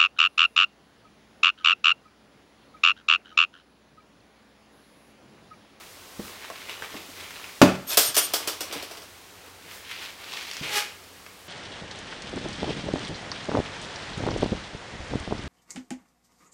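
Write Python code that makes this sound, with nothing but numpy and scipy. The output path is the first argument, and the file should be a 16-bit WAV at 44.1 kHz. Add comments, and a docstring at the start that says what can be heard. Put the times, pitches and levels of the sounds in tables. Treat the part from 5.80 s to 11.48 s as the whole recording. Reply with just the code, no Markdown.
"""A workshop with a concrete floor. A man carries in a big metal container and sets it down with a
crash and a hollow boom. Its two handles squeak on dry hinges, fall against the shell and bounce to
rest. He walks off, boots thudding, cloth swishing and buckles tapping, and one rubber sole judders
over the floor. Shelves and walls answer the hits; a faint hum and hiss lie under it all."""
import sys
import numpy as np
from scipy import signal
from scipy.fft import rfft, irfft, next_fast_len
from scipy.io import wavfile
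from scipy.ndimage import map_coordinates

SR = 44100
rng = np.random.default_rng(int(sys.argv[2]) if len(sys.argv) > 2 else 0)


def wrap_up_sound(samples):
    """Save the sound to the file named by the first command line argument, as 16-bit audio."""
    columns = np.atleast_2d(samples).T
    # keep every value between -1 and 1, then stretch to whole-number steps
    tamed = np.clip(columns, -1, 1)
    steps = np.round(tamed * 32767).astype(np.int16)
    wavfile.write(sys.argv[1], SR, steps)


N = 250488
TIME = np.arange(N) / SR
AGE = np.arange(SR * 3 // 4) / SR  # seconds since a hit

# The container hits the floor. Each row: start in seconds, crash level in dB, decay (t60) in seconds.
LANDINGS = [(1.8157, -3, 0.056), (1.8245, -17.5, 0.2), (1.891, -28, 0.05), (1.952, -31, 0.044)]
# Ringing metal. Each row: pitch in Hz, relative level in dB, decay (t60) in seconds.
SHELL_MODES = [(99.5, -9, 0.35), (129, -4.5, 0.22), (186.6, 4, 0.41), (227.5, 2, 0.33), (260, 3.5, 0.31),
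               (310.4, 4, 0.2), (328.5, 6, 0.21), (371.5, 4, 0.25), (408, -2, 0.23), (442, -5.5, 0.37),
               (515, -10, .25), (584, -5, 0.35), (649, -4.5, 0.27), (810, -11, 0.26), (833, -21, 0.45),
               (870, -13, 0.33), (1003, -1.5, 0.18), (1076, -4, 0.2), (1200, -31, 0.55), (1466, -8, 0.16)]
HANDLE_MODES = [(1130, -6, 0.2), (2900, 1, 0.083), (3550, -8, 0.084), (4280, -5, .15), (4630, 1, 0.1),
                (5030, -2, 0.084), (5740, -3, 0.118), (5930, -4, 0.14), (8370, -4, 0.13), (11330, -8, 0.11)]
PANEL_MODES = [(302, -11, 0.2), (381, -5, 0.072), (445.5, -1.5, 0.093), (532, -4, 0.046), (602, 4.5, 0.037),
               (709, -3, 0.052)]  # the end panel under a handle

# The handles fall on the shell and rebound ever sooner. Each entry: start in seconds.
BOUNCE_TIMES = [2.172, 2.3664, 2.536, 2.674, 2.8066, 2.9253, 3.0255, 3.111, 3.171, 3.2194]
# The second handle grazes the rim as it falls. 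Each row: start in seconds, clank level in dB.
RIM_GRAZES = [(2.3445, -28), (2.353, -26.5)]
CLANK_DB, CLANK_LOSS_DB = -15.5, 3.5  # the first clank; what each rebound loses
CLANK_T60_S, CLANK_T60_RATIO = 0.2, 0.93  # the first clank's decay; each decay over the one before
EDGE_DB, EDGE_SLOPE = 1, 1.38  # bright edge over the first clank; dB it moves per dB of clank
KNOCK_DB, KNOCK_LOSS_DB = -19.5, 3  # the first knock on the shell; what each rebound loses

# Squeak tones, one list per hinge. Each row: pitch in Hz, relative level in dB.
HINGE_TONES = [
    [(4425, -12), (5819, -15), (6551, -5), (8877, 0), (12760, -15), (12915, 4.5)],
    [(5771, -23), (9141, -2), (12920, -10), (14115, -17)],
]
# Moments of binding, one list per hinge.
# Each row: middle in seconds, length in seconds, squeak level in dB, scrape level in dB.
HINGE_BINDS = [
    [(2.094, .034, -33, -36), (2.13, 0.042, -41, -27), (2.25, 0.094, -28.5, -31), (2.447, 0.038, -31, -48)],
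    [(2.387, 0.022, -15.5, -25.5), (2.44, 0.027, -30, -47)],
]

# Footfalls. Each row: start in seconds, thud level in dB, thud pitch in Hz, slap level in dB.
FOOTFALLS = [(.393, -24.5, 198, -29), (1.139, -35, 200, -27.5), (1.289, -45, 250, -38),
             (2.288, -40, 130, -37), (2.901, -49, 250, -35.5), (2.958, -38, 283, -30),
             (3.847, -47, 150, -45.5), (4.811, -27.5, 148, -34.5)]
# A sole rolls over grit. Each row: middle in seconds, length in seconds, level in dB.
GRIT_ROLLS = [(0.468, 0.16, -45), (3.955, .11, -45.5)]
SLIDE_S, SLIDE_LENGTH_S, RUB_DB = 4.812, 0.19, -33.5  # the boot slides: start, length, level
GRIP_S, GRIP_LENGTH_S, GRIP_DB = 4.973, 0.063, -23.5  # the sole grips: middle, length, level
SLIP_HZ = 415.5  # slips a second in the judder

# Buckles and gear tap. Each row: start in seconds, level in dB, pitch in Hz.
BUCKLE_TAPS = [(0.7013, -29.5, 960), (0.8953, -29.5, 2800), (1.0225, -29.5, 1600), (1.166, -36, 3200),
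               (2.912, -35, 2760), (3.912, -38, 2800), (4.116, -36, 2590), (4.5361, -28, 3520),
               (4.5716, -31, 3300), (4.7128, -30, 5200), (4.7343, -34, 5300), (4.768, -28.5, 5170),
               (5.4636, -37.5, 2300)]
# Strained webbing creaks. Each row: start in seconds, end in seconds, level in dB, pitch in Hz.
WEBBING_CREAKS = [(1.4, 1.45, -38.5, 2540), (1.508, 1.695, -37, 2270), (4.4423, 4.63, -35, 3580)]
TICK_GAP_S, TICK_GAP_SCATTER, TICK_SCATTER_DB = .041, .08, 2  # tick spacing; spread of spacing, level
CLICK_DB, CLICK_DB_PER_OCTAVE = -.5, 2.5  # click on a tap at 2500 Hz; higher taps click harder
# One swish for each move of an arm or leg. Each row: middle in seconds, length in seconds,
# swish level in dB, pitch in Hz, level of the folds in dB.
CLOTH_MOVES = [(0.01, 0.08, -51.5, 2500, -53), (.5, 0.18, -51, 2500, -50.5),
               (0.662, 0.12, -43.5, 2290, -51), (0.79, 0.083, -46.5, 2300, -59),
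               (0.917, 0.087, -38, 2560, -45), (1.042, 0.062, -42, 2230, -42.5),
               (1.17, 0.12, -44, 2600, -47), (1.406, 0.098, -44, 2630, -49), (1.602, 0.27, -45, 2460, -54),
               (2.618, 0.38, -43, 2700, -44), (2.971, 0.12, -39, 2580, -42), (3.15, 0.16, -51, 2500, -51.5),
               (3.67, 0.075, -53.5, 2300, -52), (3.91, 0.12, -47.5, 2500, -55),
               (4.113, 0.1, -39.5, 2450, -55), (4.243, .13, -38.5, 2730, -48),
               (4.41, 0.052, -54, 2000, -47), (4.555, .17, -40, 2820, -46.5),
               (4.75, 0.26, -40.5, 2800, -56)]
CLOTH_HZ = 2500  # the swish pitch that leaves CLOTH_EQ unshifted

# The workshop's hum. Each row: pitch in Hz, level in dB.
HUM_TONES = [(91, -62.5), (185, -65.5), (276, -69.5), (461, -75), (1080, -68)]
# The fader ride on the hiss. Each row: time in seconds, level in dB.
HISS_RIDE = [(0, -51.5), (.7, -51.5), (1.4, -48), (1.8, -48), (1.95, -58), (3.2, -52.5), (3.8, -64),
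             (4.8, -52.5), (5.68, -59)]
# The tail off the walls. Each row: frequency in Hz, decay (t60) in seconds.
WALL_DECAY = [(100, 0.46), (400, 0.43), (2500, 0.44), (6000, .4), (15000, 0.29)]

# Tone colours. Each row: frequency in Hz, relative spectral level in dB.
CRASH_EQ = [(40, -40), (75, -32), (110, 3), (200, -5), (400, -3.5), (550, -3), (800, -4.5), (1050, -9.5),
            (1350, -5), (1750, -14.5), (2400, -9), (2900, -14), (5000, -18), (9000, -26.5), (16000, -34)]  # container on concrete
CLANK_EQ = [(500, -25), (1200, -3), (2200, -5), (3300, 1.5), (3900, -3.5), (5300, 2.5), (7000, -11),
            (10000, -10.5), (16000, -43.5)]  # steel on steel
EDGE_EQ = [(2000, -19), (5000, -3), (8000, 2), (10000, -2.5), (11500, 2), (13000, -4), (14700, 5),
           (16000, -19)]  # the bright top of a hard hit
KNOCK_EQ = [(120, -35), (220, -13.5), (300, -7), (450, -6), (630, -0.5), (900, -7), (1300, -7.5),
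            (2500, -26)]  # the hollow shell under a handle
RUB_EQ = [(150, -18), (400, -5), (900, -9.5), (1750, -5.5), (2200, -0.5), (3050, -1), (3700, -6),
          (7000, -16), (16000, -29)]  # sliding rubber
JUDDER_EQ = [(200, -20), (410, 0), (830, 5.5), (1400, -3), (2500, 0.5), (3400, 1), (5500, -11), (8000, -19),
             (16000, -29)]  # gripping rubber
CLOTH_EQ = [(500, -19), (1400, -4), (2000, 2), (2800, 1), (3900, -2), (5000, -7), (8000, -17.5),
            (16000, -22)]  # swishing fabric
FOLDS_EQ = [(130, -24), (350, -2), (700, -3.5), (1200, -1), (2500, -22.5)]  # flapping folds
AIR_EQ = [(15, -42.5), (25, -8), (92, -4.5), (108, -5), (123, -15), (175, -9), (217, -15), (270, -6.5),
          (326, -12), (373, -6), (624, -10), (1070, -10), (2350, -12.5), (3520, -14), (16000, -25.5)]  # room tone
SLAP_EQ = [(60, -24), (150, -17), (280, 1.5), (500, -10.5), (1200, -20.5), (3000, -33), (10000, -42)]
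DUST_EQ = [(200, -24), (600, -16), (1400, -1), (2800, -4), (5500, -2), (8000, -9), (13000, -11),
           (16000, -19)]
GRIT_EQ = [(60, -10), (300, 1), (1500, 1), (5000, 2), (10000, -2), (16000, -2)]
HISS_EQ = [(60, -11), (300, 2.5), (1500, -1), (5000, 2.5), (10000, -3), (16000, -5)]


def container(boom_hz=284):
    """One edge crashes down and rings the shell; then the bottom lands flat and booms."""
    crash, body = np.zeros(N), np.zeros(N)
    for start, db, t60 in LANDINGS:
        add(crash, start, amp(db) * burst(CRASH_EQ, t60, attack=0.00018))
    edge_lands, bottom_lands = LANDINGS[0][0], LANDINGS[1][0]
    add(body, edge_lands, amp(-16.5) * ring(SHELL_MODES, scatter_db=0.5, attack=0.008))
    add(body, bottom_lands, amp(1.5) * ping(boom_hz, t60=0.087, attack=0.004))
    return room(crash, wet_db=-6.5) + room(body, wet_db=-18.5)


def handles():
    """Each bounce clanks the steel and knocks the shell, softer every time; a graze only clanks."""
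    out = np.zeros(N)
    for k, start in enumerate(BOUNCE_TIMES):
        shell = amp(-4) * burst(KNOCK_EQ, t60=0.2, attack=0.0012)
        panel = amp(-0.5) * ring(PANEL_MODES, scatter_db=1.5, attack=0.0021)
        knock = amp(KNOCK_DB - k * KNOCK_LOSS_DB) * (shell + panel)
        add(out, start, clank(CLANK_DB - k * CLANK_LOSS_DB, CLANK_T60_S * CLANK_T60_RATIO ** k))
        add(out, start, room(knock, wet_db=-9.5))
    for start, db in RIM_GRAZES:
        add(out, start, clank(db, t60=.12))
    return out


def clank(db, t60):
    """Steel on steel: the harder the hit, the brighter its edge."""
    steel = burst(CLANK_EQ, t60, attack=0.00021)
    steel += amp(-12) * ring(HANDLE_MODES, scatter_db=1.5, attack=.0003)
    edge = burst(EDGE_EQ, t60, attack=0.00024)
    snap = amp(8) * burst(EDGE_EQ, t60=0.0062, attack=0.00035)
    edge_db = CLANK_DB + EDGE_DB + EDGE_SLOPE * (db - CLANK_DB)
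    return room(amp(db) * steel + amp(edge_db) * (edge + snap), wet_db=-4)


def hinges():
    """Dry pivots scrape and sing in thin tones each time they bind."""
    scrapes, squeaks = np.zeros(N), np.zeros(N)
    for binds, tones in zip(HINGE_BINDS, HINGE_TONES):
        pitch_jitter = .0008 * wobble(70) + .0028 * wobble(600)
        clock = TIME + np.cumsum(pitch_jitter) / SR  # a hinge's tones all bend together
        squeak = np.zeros(N)
        for hz, db in tones:
            flutter_db = 2.5 * wobble(60) + 1.5 * wobble(500)
            squeak += amp(db + flutter_db) * np.sin(2 * np.pi * hz * clock)
        scrape = amp(-5) * noise(EDGE_EQ, grain_db=4)
        scrape += amp(-3) * noise(CLANK_EQ, grain_db=3.5)
        scrape += amp(-13) * noise(KNOCK_EQ)
        for middle, length, squeak_db, scrape_db in binds:
            friction = swell(middle, length, shape=3.2)
            squeaks += amp(squeak_db) * friction * unit(squeak)
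            scrapes += amp(scrape_db) * friction * scrape
    return room(scrapes, wet_db=-4.5) + room(squeaks, wet_db=-14)


def boots():
    """Each step layers the heel's low push on the concrete, the boot's thud and the sole's slap."""
    out = np.zeros(N)
    for start, thud_db, thud_hz, slap_db in FOOTFALLS:
        push = amp(-8.5) * ping(hz=85, t60=0.041, attack=0.0012)
        thud = ping(thud_hz, t60=0.065, attack=0.00067)
        slap = burst(SLAP_EQ, t60=0.075, attack=0.0016)
        add(out, start, amp(thud_db) * (thud + push) + amp(slap_db) * slap)
    return room(out, wet_db=-6.5)


def scuff():
    """A rubber sole rubs along the floor, then grips, sticking and slipping in a fast judder."""
    slide = amp(RUB_DB) * stroke(SLIDE_S, SLIDE_LENGTH_S, attack=0.022, t60=0.42)
    grip = amp(GRIP_DB) * swell(GRIP_S, GRIP_LENGTH_S, shape=1.4)
    slip_count = np.cumsum(SLIP_HZ * (1 + .006 * wobble(300))) / SR
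    slips = np.diff(np.floor(slip_count), prepend=0) * amp(1.4 * wobble(400))  # one pulse per slip
    judder = amp(-4) * coloured(slips, JUDDER_EQ)
    dust = amp(-2.5) * noise(DUST_EQ, grain_db=1)
    rub = slide * noise(RUB_EQ, grain_db=1.5)
    return room(rub + grip * dust, wet_db=-8) + room(grip * judder, wet_db=-7.5)


def gear():
    """Buckles tap singly; strained webbing gives way in uneven runs of ticks."""
    out = np.zeros(N)
    for start, db, hz in BUCKLE_TAPS:
        add(out, start, tap(db, hz))
    for start, end, db, hz in WEBBING_CREAKS:
        for late, harder in rng.standard_normal(size=(8, 2)):
            if start < end:
                add(out, start, tap(db + TICK_SCATTER_DB * harder, hz))
            start += TICK_GAP_S * np.exp(TICK_GAP_SCATTER * late)
    return out


def tap(db, hz):
    """A dead tap with a sharp tick on top; small, high ones click harder and die sooner."""
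    colour = [(hz / 5, -14), (hz * 0.22, -6), (hz, 0), (hz * 1.23, -1), (hz * 1.5, -12), (hz * 4, -35)]
    body = amp(1.5) * burst(colour, t60=0.028 * np.sqrt(1500 / hz), attack=0.0002)
    tick = amp(4.5) * ping(hz, t60=14 / hz, attack=.00005)
    click_db = CLICK_DB + CLICK_DB_PER_OCTAVE * np.log2(hz / 2500)
    click = amp(click_db) * burst(CLANK_EQ, t60=0.0074, attack=.0001)
    return room(amp(db) * (body + tick + click), wet_db=-3.5)


def cloth():
    """Sleeves and trouser legs swish, each move at its own pitch, and their folds flap."""
    swish, fold_power = np.zeros(N), np.zeros(N)
    weave = rng.standard_normal(N) * amp(2.7 * wobble(900))
    for middle, length, db, hz, folds_db in CLOTH_MOVES:
        move = swell(middle, length, shape=1.55)
        near = np.abs(TIME - middle) < 2 * length
        shifted_eq = np.multiply(CLOTH_EQ, [hz / CLOTH_HZ, 1])
        swish[near] += amp(db) * move[near] * coloured(weave[near], shifted_eq)
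        fold_power += (amp(folds_db) * move) ** 2
    flutter = amp(0.72 * wobble(45))
    folds = np.sqrt(fold_power) * noise(FOLDS_EQ, grain_db=4)
    return flutter * (swish + folds)


def grit():
    """Fine dust hisses as a sole rolls off the concrete."""
    pressure = sum(amp(db) * swell(middle, length, shape=1.7) for middle, length, db in GRIT_ROLLS)
    return pressure * noise(GRIT_EQ)


def room_tone():
    """The bed: still air, a wavering hum and a hiss that swells and sinks."""
    hum = np.zeros(N)
    for hz, db in HUM_TONES:
        level = amp(db + 3.5 * wobble(7.2))
        hum += level * np.sin(2 * np.pi * hz * TIME + 1.1 * wobble(9.5))
    hiss_db = np.interp(TIME, *np.transpose(HISS_RIDE))
    hiss = amp(hiss_db) * noise(HISS_EQ)
    return amp(-49) * noise(AIR_EQ) + hum + hiss


def room(x, wet_db):
    """Add the room: near shelves scatter the highs at once; the walls give a longer, duller tail."""
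    hz, t, bands = signal.stft(rng.standard_normal(len(AGE)), SR, nperseg=256)
    decay = amp(-60 * t / along(WALL_DECAY, hz)[:, None])
    walls = signal.istft(bands * decay, SR, nperseg=256)[1][:len(AGE)]
    walls *= 1 - np.exp(-AGE / 0.0052)  # the tail blooms
    scatter = rng.standard_normal(len(AGE)) * fade(t60=0.088, attack=0.0032)
    shelves = signal.sosfilt(signal.butter(2, 600, "high", fs=SR, output="sos"), scatter)
    impulse = walls + amp(5) * shelves
    return x + amp(wet_db) * signal.fftconvolve(x, impulse / np.linalg.norm(impulse))[:len(x)]


def ping(hz, t60, attack):
    """One struck mode: a dying sine."""
    return np.sin(2 * np.pi * hz * AGE) * fade(t60, attack)


def ring(modes, scatter_db, attack):
    """Distinct modes, struck at new strengths; neighbours swing in opposite directions."""
    return sum((-1) ** k * amp(db + scatter_db * rng.normal()) * ping(hz, t60, attack)
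               for k, (hz, db, t60) in enumerate(modes))


def burst(eq, t60, attack):
    """Countless close modes struck at once: a noise that dies away."""
    phases = rng.random(len(AGE) // 2 + 1)
    flat_noise = irfft(np.exp(2j * np.pi * phases), len(AGE))
    return coloured(flat_noise, eq) * fade(t60, attack)


def noise(eq, grain_db=0):
    """Coloured noise; grain_db roughens it into tiny slips."""
    return coloured(rng.standard_normal(N) * amp(grain_db * wobble(900)), eq)


def fade(t60, attack):
    """Envelope of a hit: a quick rise, and a fall of 60 dB in t60 seconds."""
    return amp(-60 * AGE / t60) * (1 - np.exp(-AGE / attack))


def swell(middle, length, shape):
    """A rise and fall, half as strong at both ends of its length; a larger shape steepens the flanks."""
    return .5 ** np.minimum(np.abs(2 * (TIME - middle) / length) ** shape, 40)


def stroke(start, length, attack, t60):
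    """Attack, hold and release."""
    rise = np.clip((TIME - start) / attack, 0, 1)
    return rise * amp(-60 * np.maximum(TIME - start - length, 0) / t60)


def wobble(rate):
    """A smooth random curve, rate knots a second."""
    return map_coordinates(rng.standard_normal(int(N * rate / SR) + 4), [TIME * rate])


def coloured(x, eq):
    """x through a (Hz, dB) curve, at rms 1."""
    return unit(filtered(x, lambda hz: amp(along(eq, hz))))


def filtered(x, response):
    """x through a frequency response."""
    size = next_fast_len(len(x) + 8192)
    return irfft(rfft(x, size) * response(np.fft.rfftfreq(size, 1 / SR)), size)[:len(x)]


def along(points, hz):
    """Read (Hz, value) points on a log axis."""
    freqs, values = np.transpose(points)
    return np.interp(np.log(hz + 1), np.log(freqs + 1), values)


def amp(db):
    """Decibels to gain."""
    return 10 ** (np.asarray(db) / 20)


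def unit(x):
    """Scale to rms 1."""
    return x / np.sqrt(np.mean(x ** 2) + 1e-20)


def add(track, start, sound):
    """Mix a sound into the track at start seconds."""
    part = track[round(start * SR):][:len(sound)]
    part += sound[:len(part)]


def scene():
    """The mono mix: the metal, the man's movements and the bed."""
    metal = container() + handles() + hinges()
    movement = boots() + grit() + gear() + cloth() + scuff()
    return (metal + movement + room_tone())[None]


def record(dry):
    """The master: round off the highest peaks, thin the deep bass and cut the very top."""
    low_cut_hz, top_hz = 45, 15900
    rounded = dry[0] / (1 + dry[0] ** 6) ** (1 / 6)
    return filtered(rounded, lambda hz: (hz < top_hz) * (1j * hz / (1j * hz + low_cut_hz)) ** 2)[None]


dry = scene()
out = record(dry)
wrap_up_sound(out)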